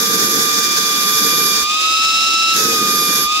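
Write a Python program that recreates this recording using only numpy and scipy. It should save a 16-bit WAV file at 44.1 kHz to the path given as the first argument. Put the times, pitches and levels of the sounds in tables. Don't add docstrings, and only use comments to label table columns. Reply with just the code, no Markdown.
import sys
import numpy as np
from scipy import signal
from scipy.fft import rfft, irfft
from scipy.io import wavfile

SR = 44100
rng = np.random.default_rng(int(sys.argv[2]) if len(sys.argv) > 2 else 0)


def put_to_file(sound):
    columns = np.atleast_2d(sound).T
    safe = np.clip(columns, -1, 1)
    whole_steps = np.round(safe * 32767)
    wavfile.write(sys.argv[1], SR, whole_steps.astype(np.int16))


N = 149940

LEFT_RIGHT = np.array([[1], [-1]])


def from_db(db):
    return 10 ** (np.asarray(db) / 20)


def in_time(rows):
    t, *columns = np.transpose(rows)
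    return [np.interp(np.arange(N) / SR, t, column) for column in columns]


def at_hz(points, hz):
    f, value = np.transpose(points)
    return np.interp(np.log(hz + 1), np.log(f), value)


def drift(rate_hz):
    drift_sr = 1000
    hz = np.fft.rfftfreq(4096, 1 / drift_sr)
    noise = rng.standard_normal(2 * len(hz) - 2)
    slow = irfft(rfft(noise) / (1 + (hz / rate_hz) ** 2))
    slow = np.interp(np.arange(N) / SR * drift_sr, np.arange(len(slow)), slow)
    return (slow - slow.mean()) / slow.std()


def lag(x, seconds):
    r = np.exp(-1 / (seconds * SR))
    return signal.lfilter([1 - r], [1, -r], x)


def pan(db):
    gains = from_db(LEFT_RIGHT * db / 2)
    return gains / np.sqrt(np.mean(gains ** 2, axis=0))


def air_noise(spectrum):
    # f/Hz, left minus right/dB
    balance = [(60, -3), (130, 1.5), (400, 0.8), (800, 0), (2400, 0.5), (3500, 3), (4900, -0.5),
               (5900, -4.5), (7000, -3), (7900, -2), (10000, 0), (12800, -3.5), (15000, -12.5)]
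    # f/Hz, likeness (-1 to 1)
    likeness = [(50, -0.084), (130, 0.89), (300, 0.95), (640, 0.71), (1500, 0.0051), (2150, -0.69),
                (2850, -0.83), (3400, -0.15), (7000, -0.00033), (15000, 0.0076)]
    swirl_db, swirl_hz = 1.23, 20
    hz = np.fft.rfftfreq(N, 1 / SR)
    mid, side = rfft(rng.standard_normal((2, N)))
    alike = np.clip(at_hz(likeness, hz), -1, 1)
    both = np.sqrt((1 + alike) / 2) * mid + np.sqrt((1 - alike) / 2) * side * LEFT_RIGHT
    shaped = both * pan(at_hz(balance, hz)) * from_db(at_hz(spectrum, hz))
    return irfft(shaped, N) * np.sqrt(SR / 2) * from_db(swirl_db * drift(swirl_hz))


def buffet():
    # f/Hz, density/dB per Hz
    puff_spectrum = [(25, -75), (70, -79), (120, -82), (250, -100)]
    # t/s, level/dB
    puff_level = [(0, 3), (.22, 3), (.27, 15), (.33, -3), (.52, -5), (.62, -7), (1.1, -8.5), (1.22, 10),
                  (1.6, 0), (2.55, 2), (2.66, 11), (2.8, -5), (3.0, 9), (3.24, 1)]
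    lump_db, lump_hz, pan_db = 3, 13, -10
    level_db, = in_time(puff_level)
    return air_noise(puff_spectrum) * from_db(level_db + lump_db * drift(lump_hz)) * pan(pan_db)


def exhaust(strain, near_db):
    # f/Hz, density/dB per Hz
    exhaust_spectrum = [(30, -80), (55, -81), (95, -82), (140, -78.5), (210, -67), (350, -63.5), (430, -71),
                        (700, -68), (1050, -70.5), (1500, -69.5), (2050, -63), (2500, -54), (3200, -55),
                        (3700, -57.5), (4300, -56), (5100, -56), (6500, -59), (7600, -62), (8300, -69.5),
                        (10300, -70), (12000, -74), (15500, -76)]
    open_db, nearness_share = -6, 0.2
    return air_noise(exhaust_spectrum) * from_db(open_db * (1 - strain) + nearness_share * near_db)


def nozzle_whistle():
    # t/s, level/dB
    whistle_level = [(0, -23), (.42, -23), (.6, -31.5), (.9, -27), (1.1, -21.5), (1.33, -20.5),
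                     (1.48, -19.5), (1.58, -31.5), (1.65, -22.5), (2.55, -25), (2.68, -25), (2.87, -25.5),
                     (2.98, -20), (3.1, -22), (3.25, -19.5)]
    whistle_hz, resonator_width_hz, pan_db = 11480, 950, -7
    level_db, = in_time(whistle_level)
    b, a = signal.iirpeak(whistle_hz, whistle_hz / resonator_width_hz, fs=SR)
    once = signal.lfilter(b, a, rng.standard_normal((2, N)))
    breath = signal.lfilter(b, a, once)
    return breath / breath.std() * from_db(level_db) * pan(pan_db)


def intake():
    # f/Hz, density/dB per Hz
    rush_spectrum = [(30, -87), (95, -80), (135, -62.5), (205, -53.5), (240, -57), (280, -55.5), (430, -57),
                     (458, -48.5), (490, -62.5), (545, -61), (630, -85), (790, -67.5), (1000, -99)]
    hiss_spectrum = [(500, -77.5), (900, -67.5), (1250, -66), (1550, -54.5), (2000, -60), (2400, -61),
                     (2850, -88), (3450, -52), (4150, -60), (4750, -53.5), (5800, -52.5), (7000, -54.5),
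                     (8050, -68), (8600, -63.5), (10000, -66), (11500, -63.5), (13000, -64.5),
                     (15500, -68.5)]
    # t/s, level/dB
    rush_level = [(0, 3.5), (.38, 3.5), (.5, -.5), (.85, -2.5), (1.05, -1), (1.38, 2.5), (1.6, -3.5),
                  (2.55, -1.5), (2.65, 4), (2.95, 1.5), (3.24, -1)]
    hiss_level = [(0, -0.6), (.45, 0.7), (.8, -1.4), (1.3, -.5), (1.6, -0.5), (2.57, 0), (2.8, -1.5),
                  (3.24, -1)]
    rush_db, = in_time(rush_level)
    hiss_db, = in_time(hiss_level)
    rush = from_db(rush_db) * air_noise(rush_spectrum)
    hiss = from_db(hiss_db) * air_noise(hiss_spectrum)
    return rush + hiss + nozzle_whistle()


def thuds():
    # t/s, envelope peak level/dB
    palm_hits = [(1.622, -36), (3.25, -38)]
    thud_hz, decay_s, pan_db = 60, 0.0063, -2
    out = np.zeros(N)
    for start_s, db in palm_hits:
        age = np.maximum(np.arange(N) / SR - start_s, 0)
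        envelope = age / decay_s * np.exp(1 - age / decay_s)
        out += from_db(db) * envelope * np.sin(2 * np.pi * thud_hz * age)
    return out * pan(pan_db)


def shaft_angle(spin):
    open_hz, sealed_hz, wobble_hz = 1191.5, 1324.3, 0.72
    hz = open_hz + (sealed_hz - open_hz) * spin + wobble_hz * drift(6)
    return 2 * np.pi * np.cumsum(hz) / SR


def tone(phasor, db, pan_db, lead_rad, seal):
    flutter_open, flutter_sealed, flutter_hz = .27, .08, 35
    fade_db, path_wander_rad, path_hz = 1.1, .25, 2.5
    depth = flutter_open + (flutter_sealed - flutter_open) * seal
    flutter = 1 + depth * (drift(flutter_hz) + 1j * drift(flutter_hz))
    paths = []
    for side in (1, -1):
        phase = path_wander_rad * drift(path_hz) + side * lead_rad / 2
        paths.append(from_db(fade_db * drift(path_hz)) * np.exp(1j * phase))
    start = np.exp(2j * np.pi * rng.random())
    wave = np.real(np.array(paths) * flutter * phasor * start)
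    return wave / wave.std() * from_db(db) * pan(pan_db)


def bearing(angle, strain, spin, seal):
    # shaft turns, sign, open level/dB, sealed level/dB, left minus right/dB, left's lead/rad,
    # rear bearing relative to front at sealed speed/dB
    ball_tones = [(-2, 1, -45.5, -40.5, -2, 0, -25), (5, -1, -45, -24.5, -2, -2.2, -22),
                  (0, 1, -32, -25, -3, .2, -2), (6, -1, -35.5, -32, -2, .3, -9),
                  (1, 1, -37, -38, -3, 2.0, -12), (7, -1, -37.5, -38, -2, 1.4, -14),
                  (2, 1, -42, -42, -4, 1.5, -3)]
    front_pass, rear_pass = 2.883, 2.9007
    slip_rad, slip_hz = 0.14, 5.6
    rear_open_db = -9
    front = front_pass * angle + slip_rad * drift(slip_hz)
    rear = rear_pass * angle + slip_rad * drift(slip_hz)
    out = 0
    for turns, sign, open_db, sealed_db, pan_db, lead_rad, rear_db in ball_tones:
        rear_share = from_db(rear_db + rear_open_db * (1 - spin ** 2))
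        balls = np.exp(1j * sign * front) + rear_share * np.exp(1j * sign * rear)
        db = open_db + (sealed_db - open_db) * strain
        out = out + tone(np.exp(1j * turns * angle) * balls, db, pan_db, lead_rad, seal)
    return out


def overtones(angle, rise, seal):
    # multiple of shaft rate, open level/dB, sealed level/dB,
    # left minus right/dB, left's lead open/rad, left's lead sealed/rad
    shaft_multiples = [(2, -30.5, -24.5, 4, -.7, -2.0), (3, -33, -28.5, -3, -2.0, .5),
                       (4, -27.5, -23.5, -3, 2.5, 6.6), (5, -38, -33.5, -7, .8, 3.6),
                       (6, -41, -41, -5, 1, 1)]
    out = 0
    for multiple, open_db, sealed_db, pan_db, open_rad, sealed_rad in shaft_multiples:
        db = open_db + (sealed_db - open_db) * rise
        lead_rad = open_rad + (sealed_rad - open_rad) * rise
        out = out + tone(np.exp(1j * multiple * angle), db, pan_db, lead_rad, seal)
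    return out


def whine(angle):
    # t/s, level/dB, left minus right/dB
    whine_level = [(0.03, -25, -20), (0.09, -23.5, -17), (0.28, -23.5, -16), (0.42, -23, -19),
                   (0.5, -22, -13.5), (0.81, -25, -9), (1.01, -22.5, -5.5), (1.47, -22.5, -7),
                   (1.58, -25, -5), (1.65, -21.5, -5.5), (1.76, -20, 2.0), (1.81, -22, -9),
                   (1.86, -19.5, 0), (2.29, -20, 0.5), (2.41, -19.5, 5), (2.56, -19, -0.5), (2.58, -22, -4),
                   (2.69, -22, -1.5), (2.73, -23, 5), (2.81, -19, -4.5), (3.03, -21.5, 0.5),
                   (3.2, -23, -0.5), (3.3, -19, -2), (3.38, -19.5, 3.5)]
    lead_rad, waver_db, waver_hz = -0.34, 0.76, 26
    db, pan_db = in_time(whine_level)
    gain = np.sqrt(2) * from_db(db + waver_db * drift(waver_hz))
    return gain * pan(pan_db) * np.sin(angle + lead_rad / 2 * LEFT_RIGHT)


def scene():
    # t/s, seal (0 open to 1 sealed)
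    palm_seal = [(0, 0.02), (1.61, 0), (1.665, 0.98), (2.515, 1), (2.565, 0), (3.23, 0), (3.28, 0.93),
                 (3.4, 1)]
    # t/s, level/dB
    nearness = [(0, -7.5), (.35, -5), (.65, -0.5), (1.5, 2.2), (2.0, 0.6), (3.4, 0.5)]
    spin_lag_s, strain_rise_s, strain_fall_s = .208, 0.045, 0.027
    seal = np.clip(in_time(palm_seal)[0], 0, 1)
    near_db, = in_time(nearness)
    spin = lag(seal, spin_lag_s)
    strain = np.minimum(lag(seal, strain_rise_s), lag(seal, strain_fall_s))
    angle = shaft_angle(spin)
    rise = np.minimum(spin ** 2, strain)
    near_tones = overtones(angle, rise, seal) + bearing(angle, strain, spin, seal)
    motor = whine(angle) + from_db(near_db) * near_tones
    open_air = (1 - seal) * (intake() + buffet())
    return motor + exhaust(strain, near_db) + open_air + thuds()


def record(dry):
    steep_cut = signal.ellip(12, .1, 80, 15700, fs=SR, output="sos")
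    return signal.sosfilt(steep_cut, dry)


dry = scene()
out = record(dry)
put_to_file(out)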